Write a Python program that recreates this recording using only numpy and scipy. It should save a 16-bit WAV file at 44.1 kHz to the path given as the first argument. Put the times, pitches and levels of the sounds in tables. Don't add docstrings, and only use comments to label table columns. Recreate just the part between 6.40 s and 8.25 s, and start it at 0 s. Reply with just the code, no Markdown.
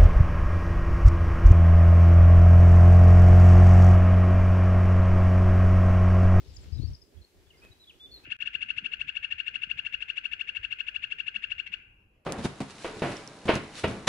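import sys
import numpy as np
from scipy import signal
from scipy.fft import rfft, irfft, next_fast_len
from scipy.io import wavfile
from scipy.ndimage import map_coordinates

SR = 44100
rng = np.random.default_rng(int(sys.argv[2]) if len(sys.argv) > 2 else 0)


def pcm_store(signal):
    levels = np.round(np.clip(np.atleast_2d(signal), -1, 1) * 32767)
    wavfile.write(sys.argv[1], SR, levels.astype(np.int16).T)


N = 81585


def amp(db):
    return 10 ** (np.asarray(db) / 20)


def unit(x):
    return x / np.sqrt(np.mean(x ** 2) + 1e-20)


def clock():
    return np.arange(N) / SR


def along(points, hz):
    pitches, values = np.transpose(points)
    return np.interp(np.log(hz + 1), np.log(pitches + 1), values)


def curve(points):
    return np.interp(clock(), *np.transpose(points))


def wobble(rate):
    return map_coordinates(rng.standard_normal(4096), [clock() * rate], mode="wrap")


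def pan(left_db):
    return amp(np.array([[left_db], [-left_db]]) / 2)


def filtered(x, response):
    size = next_fast_len(N + SR // 2)
    return irfft(rfft(x, size) * response(np.fft.rfftfreq(size, 1 / SR)), size)[..., :N]


def rush(tone):
    # pitch_hz, likeness (0 to 1)
    alike = [(100, 0.87), (350, 0.8), (1000, 0.19), (3000, 0.067), (10000, 0.017)]

    def response(hz):
        angle = np.arccos(np.clip(along(alike, hz), -1, 1)) / 2
        return amp(along(tone, hz)) * [np.cos(angle), np.sin(angle)]

    mid, side = filtered(rng.standard_normal((2, N)), response)
    return unit(np.array([mid + side, mid - side]))


def background(flicker_db=2.48, hiss_db=-73.5):
    # pitch_hz, level_db
    hum_tone = [(60, -27), (150, -7.5), (250, -4.5), (370, 1), (520, -7.5), (950, -20), (2000, -39),
                (6000, -55)]
    leaf_tone = [(300, -30), (700, -14), (1250, -15.5), (1700, -13.5), (2700, -14), (4400, -18),
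                 (5800, -23), (7800, -25), (9000, -29), (11500, -29), (15500, -34)]
    hiss_tone = [(500, -3), (3000, -2), (5500, 1), (7700, 0), (9000, -2), (11500, -1.5), (15500, -6)]
    # time_s, level_db
    hum_level = [(0, -64), (.55, -68.5), (.72, -65), (.9, -73), (.99, -65), (1.1, -67.5), (1.2, -63),
                 (1.35, -71.5), (1.58, -69), (1.7, -66.5), (1.85, -70)]
    leaf_level = [(0, -69), (.53, -70), (.6, -74), (.69, -77), (.75, -70), (.92, -74), (1, -70),
                  (1.1, -70.5), (1.25, -66.5), (1.4, -70.5), (1.58, -70.5), (1.7, -69.5), (1.85, -67)]
    hum = amp(curve(hum_level) + flicker_db * wobble(24.94)) * rush(hum_tone)
    leaves = amp(curve(leaf_level)) * rush(leaf_tone)
    return hum + leaves + amp(hiss_db) * rush(hiss_tone)


def moving_air(lumps_db=3.0):
    # time_s, level_db
    left_gusts = [(0, -45), (.16, -50), (.3, -42.5), (.34, -32), (.46, -29), (.53, -39), (.59, -64),
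                  (.76, -89), (.81, -49), (.9, -80), (1.02, -57.5), (1.2, -65.5), (1.32, -66), (1.42, -71),
                  (1.59, -77), (1.66, -64.5), (1.75, -59.5), (1.85, -66)]
    right_gusts = [(0, -55), (.12, -50), (.26, -47), (.37, -72), (.46, -45), (0.524, -39.5), (.58, -54.5),
                   (.69, -69), (.78, -45), (.9, -80), (1, -55), (1.06, -71), (1.25, -60), (1.45, -65.5),
                   (1.59, -65.5), (1.66, -62.5), (1.75, -58), (1.85, -63)]
    # pitch_hz, level_db
    tone = [(18, -34), (30, -18.5), (45, -3), (65, 0), (105, -6.5), (160, -16.5), (300, -30), (500, -41.5),
            (1000, -59), (3000, -100)]
    noise = filtered(rng.standard_normal((2, N)), lambda hz: amp(along(tone, hz)))
    rumble = [unit(port * amp(lumps_db * wobble(30.12))) for port in noise]
    return amp([curve(left_gusts), curve(right_gusts)]) * rumble


def clothing(grain_db=1.5, left_db=5.5):
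    # time_s, level_db
    rubbing = [(0, -64.5), (.12, -62), (.22, -60.5), (.32, -63), (.4, -62.5), (.52, -65), (.58, -72.5),
               (.7, -78), (1.85, -76)]
    # pitch_hz, level_db
    tone = [(100, 12), (350, 5.5), (800, -1.5), (1500, -6), (2800, 0.5), (4800, 2.5), (7000, -6.5),
            (9000, -15), (15000, -24)]
    rustle = unit(rush(tone) * amp(grain_db * wobble(300)))
    return pan(left_db) * amp(curve(rubbing)) * rustle


def tree_echo(x, build_up_s=0.0093):
    # pitch_hz, fade_s
    fade_times = [(500, 0.18), (3500, 0.39), (12000, 0.071)]
    hz, t, noise = signal.stft(rng.standard_normal((2, SR // 2)), SR, nperseg=256)
    build_up = np.clip(t / build_up_s, 0, 1)
    fade = amp(-60 * t / along(fade_times, hz)[:, None])
    tail = signal.istft(noise * build_up * fade, SR, nperseg=256)[1]
    return signal.fftconvolve(x[None], tail / np.linalg.norm(tail[0]), axes=1)[:, :N]


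TOP_HZ = 15700


def bird(notes, waver, flutter_db, left_db, echo_db):
    # pitch_hz, level_db
    overtone_levels = [(5000, -36), (10500, -39), (12800, -18), (14200, -36), (15500, -56)]
    loud_note_db = -46.5
    attack_s, release_s = .009, .005
    lag_s = .00007
    song = np.zeros(N)
    for start_s, length_s, start_hz, middle_hz, end_hz, level_db, swell_db in notes:
        t = clock() - start_s
        progress = np.clip(t / length_s, 0, 1)
        arc_hz = (2 * middle_hz - start_hz - end_hz) * 2 * progress * (1 - progress)
        hz = start_hz + (end_hz - start_hz) * progress + arc_hz
        phase = 2 * np.pi * np.cumsum(hz * (1 + waver * wobble(600))) / SR
        overtones = sum(amp(along(overtone_levels, k * hz)) * np.sin(k * phase) * (k * hz < TOP_HZ)
                        for k in (2, 3, 4))
        whistle = np.sin(phase) + amp(level_db - loud_note_db) * overtones
        gate = np.clip(t / attack_s, 0, 1) * np.clip((length_s - t) / release_s, 0, 1)
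        level = np.sqrt(2) * amp(level_db + swell_db * (progress - .5))
        song += level * np.sin(gate * np.pi / 2) ** 2 * whistle
    ports = filtered(song, lambda hz: np.exp(1j * np.pi * hz * lag_s * np.array([[1], [-1]])))
    direct = ports * amp(flutter_db * np.array([wobble(130), wobble(110)]))
    return pan(left_db) * (direct + amp(echo_db) * tree_echo(song))


def far_birds():
    # start_s, length_s, start_hz, middle_hz, end_hz, level_db, swell_db (rise over the note)
    chirps = [(.07, 0.051, 5250, 5150, 5100, -68.5, 0), (.13, 0.045, 7400, 7160, 6580, -63, 2),
              (.163, 0.015, 5900, 5100, 4100, -51, -14), (.205, 0.04, 7900, 7420, 7050, -66, -8),
              (.318, 0.0484, 4870, 4990, 5070, -59.5, 5), (.349, 0.013, 3600, 3980, 4170, -57.5, 0),
              (.376, 0.018, 4300, 3870, 3700, -57.5, -9), (.403, .063, 4030, 4376, 4620, -58, -2),
              (.468, .026, 4900, 5100, 5440, -63, 5), (.530, 0.013, 4410, 5390, 5850, -51.5, -2),
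              (.539, 0.02, 5600, 5233, 4780, -55, 5), (.613, 0.0213, 5560, 5130, 4820, -58.5, -7),
              (.766, 0.031, 3550, 3300, 3510, -74, 5), (.811, 0.025, 4140, 4140, 4080, -64, -5),
              (.837, .016, 4290, 4290, 4300, -65, 23), (1.168, 0.043, 4940, 4930, 5250, -70.5, -4)]
    return bird(chirps, waver=0.0203, flutter_db=3.0, left_db=6.0, echo_db=-10.5)


def footsteps(grit_db=4.5):
    # peak_s, rise_s, fade_s (time to drop 30 dB), level_db
    steps = [(.24, 0.01, 0.15, -58), (0.741, 0.018, 0.083, -67.5), (1.247, 0.028, 0.097, -54),
             (1.776, 0.037, 0.36, -62)]
    # pitch_hz, level_db
    tone = [(100, -7), (250, -0.5), (380, 2.5), (650, -11), (1400, -11), (2600, -12), (5000, -24),
            (9000, -27.5), (15000, -32)]
    level = np.zeros(N)
    for peak_s, rise_s, fade_s, level_db in steps:
        t = clock() - peak_s
        level += amp(level_db) * np.where(t < 0, np.exp(-abs(t) / rise_s), amp(-30 * abs(t) / fade_s))
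    return level * unit(rush(tone) * amp(grit_db * wobble(700)))


def handling_bumps(width_cycles=.85):
    # peak_s, pitch_hz, level_db, left_db (left minus right)
    pushes = [(.335, 77.2, -35.5, 30.5), (.398, 125, -35.5, 30.5), (0.399, 248, -39, 20),
              (0.436, 321, -44.5, 23), (0.437, 143, -44, 25), (0.442, 67.5, -40, 32.5),
              (0.457, 79, -41, 33), (0.482, 81, -37.5, 21), (0.536, 101, -39.5, -2), (0.811, 67, -50, -7),
              (1.309, 92, -52.5, 16), (1.73, 57.5, -53, 4)]
    out = np.zeros((2, N))
    for peak_s, pitch_hz, level_db, left_db in pushes:
        cycles = (clock() - peak_s) * pitch_hz
        thump = np.cos(2 * np.pi * cycles) * np.exp(-(cycles / width_cycles) ** 2)
        out += pan(left_db) * amp(level_db) * thump
    return out


def songbird():
    # start_s, length_s, start_hz, middle_hz, end_hz, level_db, swell_db (rise over the note)
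    phrase = [(1.063, 0.017, 3450, 3430, 3480, -68, -11), (1.085, 0.022, 3500, 3360, 3330, -76, 0),
              (1.101, 0.019, 3240, 2860, 2550, -56, -9), (1.13, 0.046, 2220, 2103, 2090, -68.5, -5),
              (1.214, 0.033, 2393, 2525, 2570, -56.5, 5), (1.252, 0.024, 2445, 2530, 2420, -57, -7),
              (1.309, .028, 3670, 3950, 3760, -60.5, 4), (1.393, 0.041, 3830, 3993, 3890, -60, 11.5),
              (1.428, 0.021, 3790, 3790, 3300, -58, 10), (1.468, .026, 3190, 3445, 3390, -55.5, -3),
              (1.491, .026, 3474, 2857, 2230, -52.5, -12), (1.594, 0.072, 3380, 3530, 3490, -50.5, 11),
              (1.709, 0.027, 4260, 4375, 4440, -52.5, 7), (1.734, .052, 4310, 4187, 3840, -51, -11),
              (1.836, 0.043, 2460, 2730, 2700, -56.5, -7)]
    return bird(phrase, waver=.004, flutter_db=1.1, left_db=1.0, echo_db=-11.5)


def scene():
    outdoors = background() + moving_air()
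    return outdoors + clothing() + far_birds() + footsteps() + handling_bumps() + songbird()


def record(dry):
    return filtered(dry, lambda hz: hz < TOP_HZ)


dry = scene()
out = record(dry)
pcm_store(out)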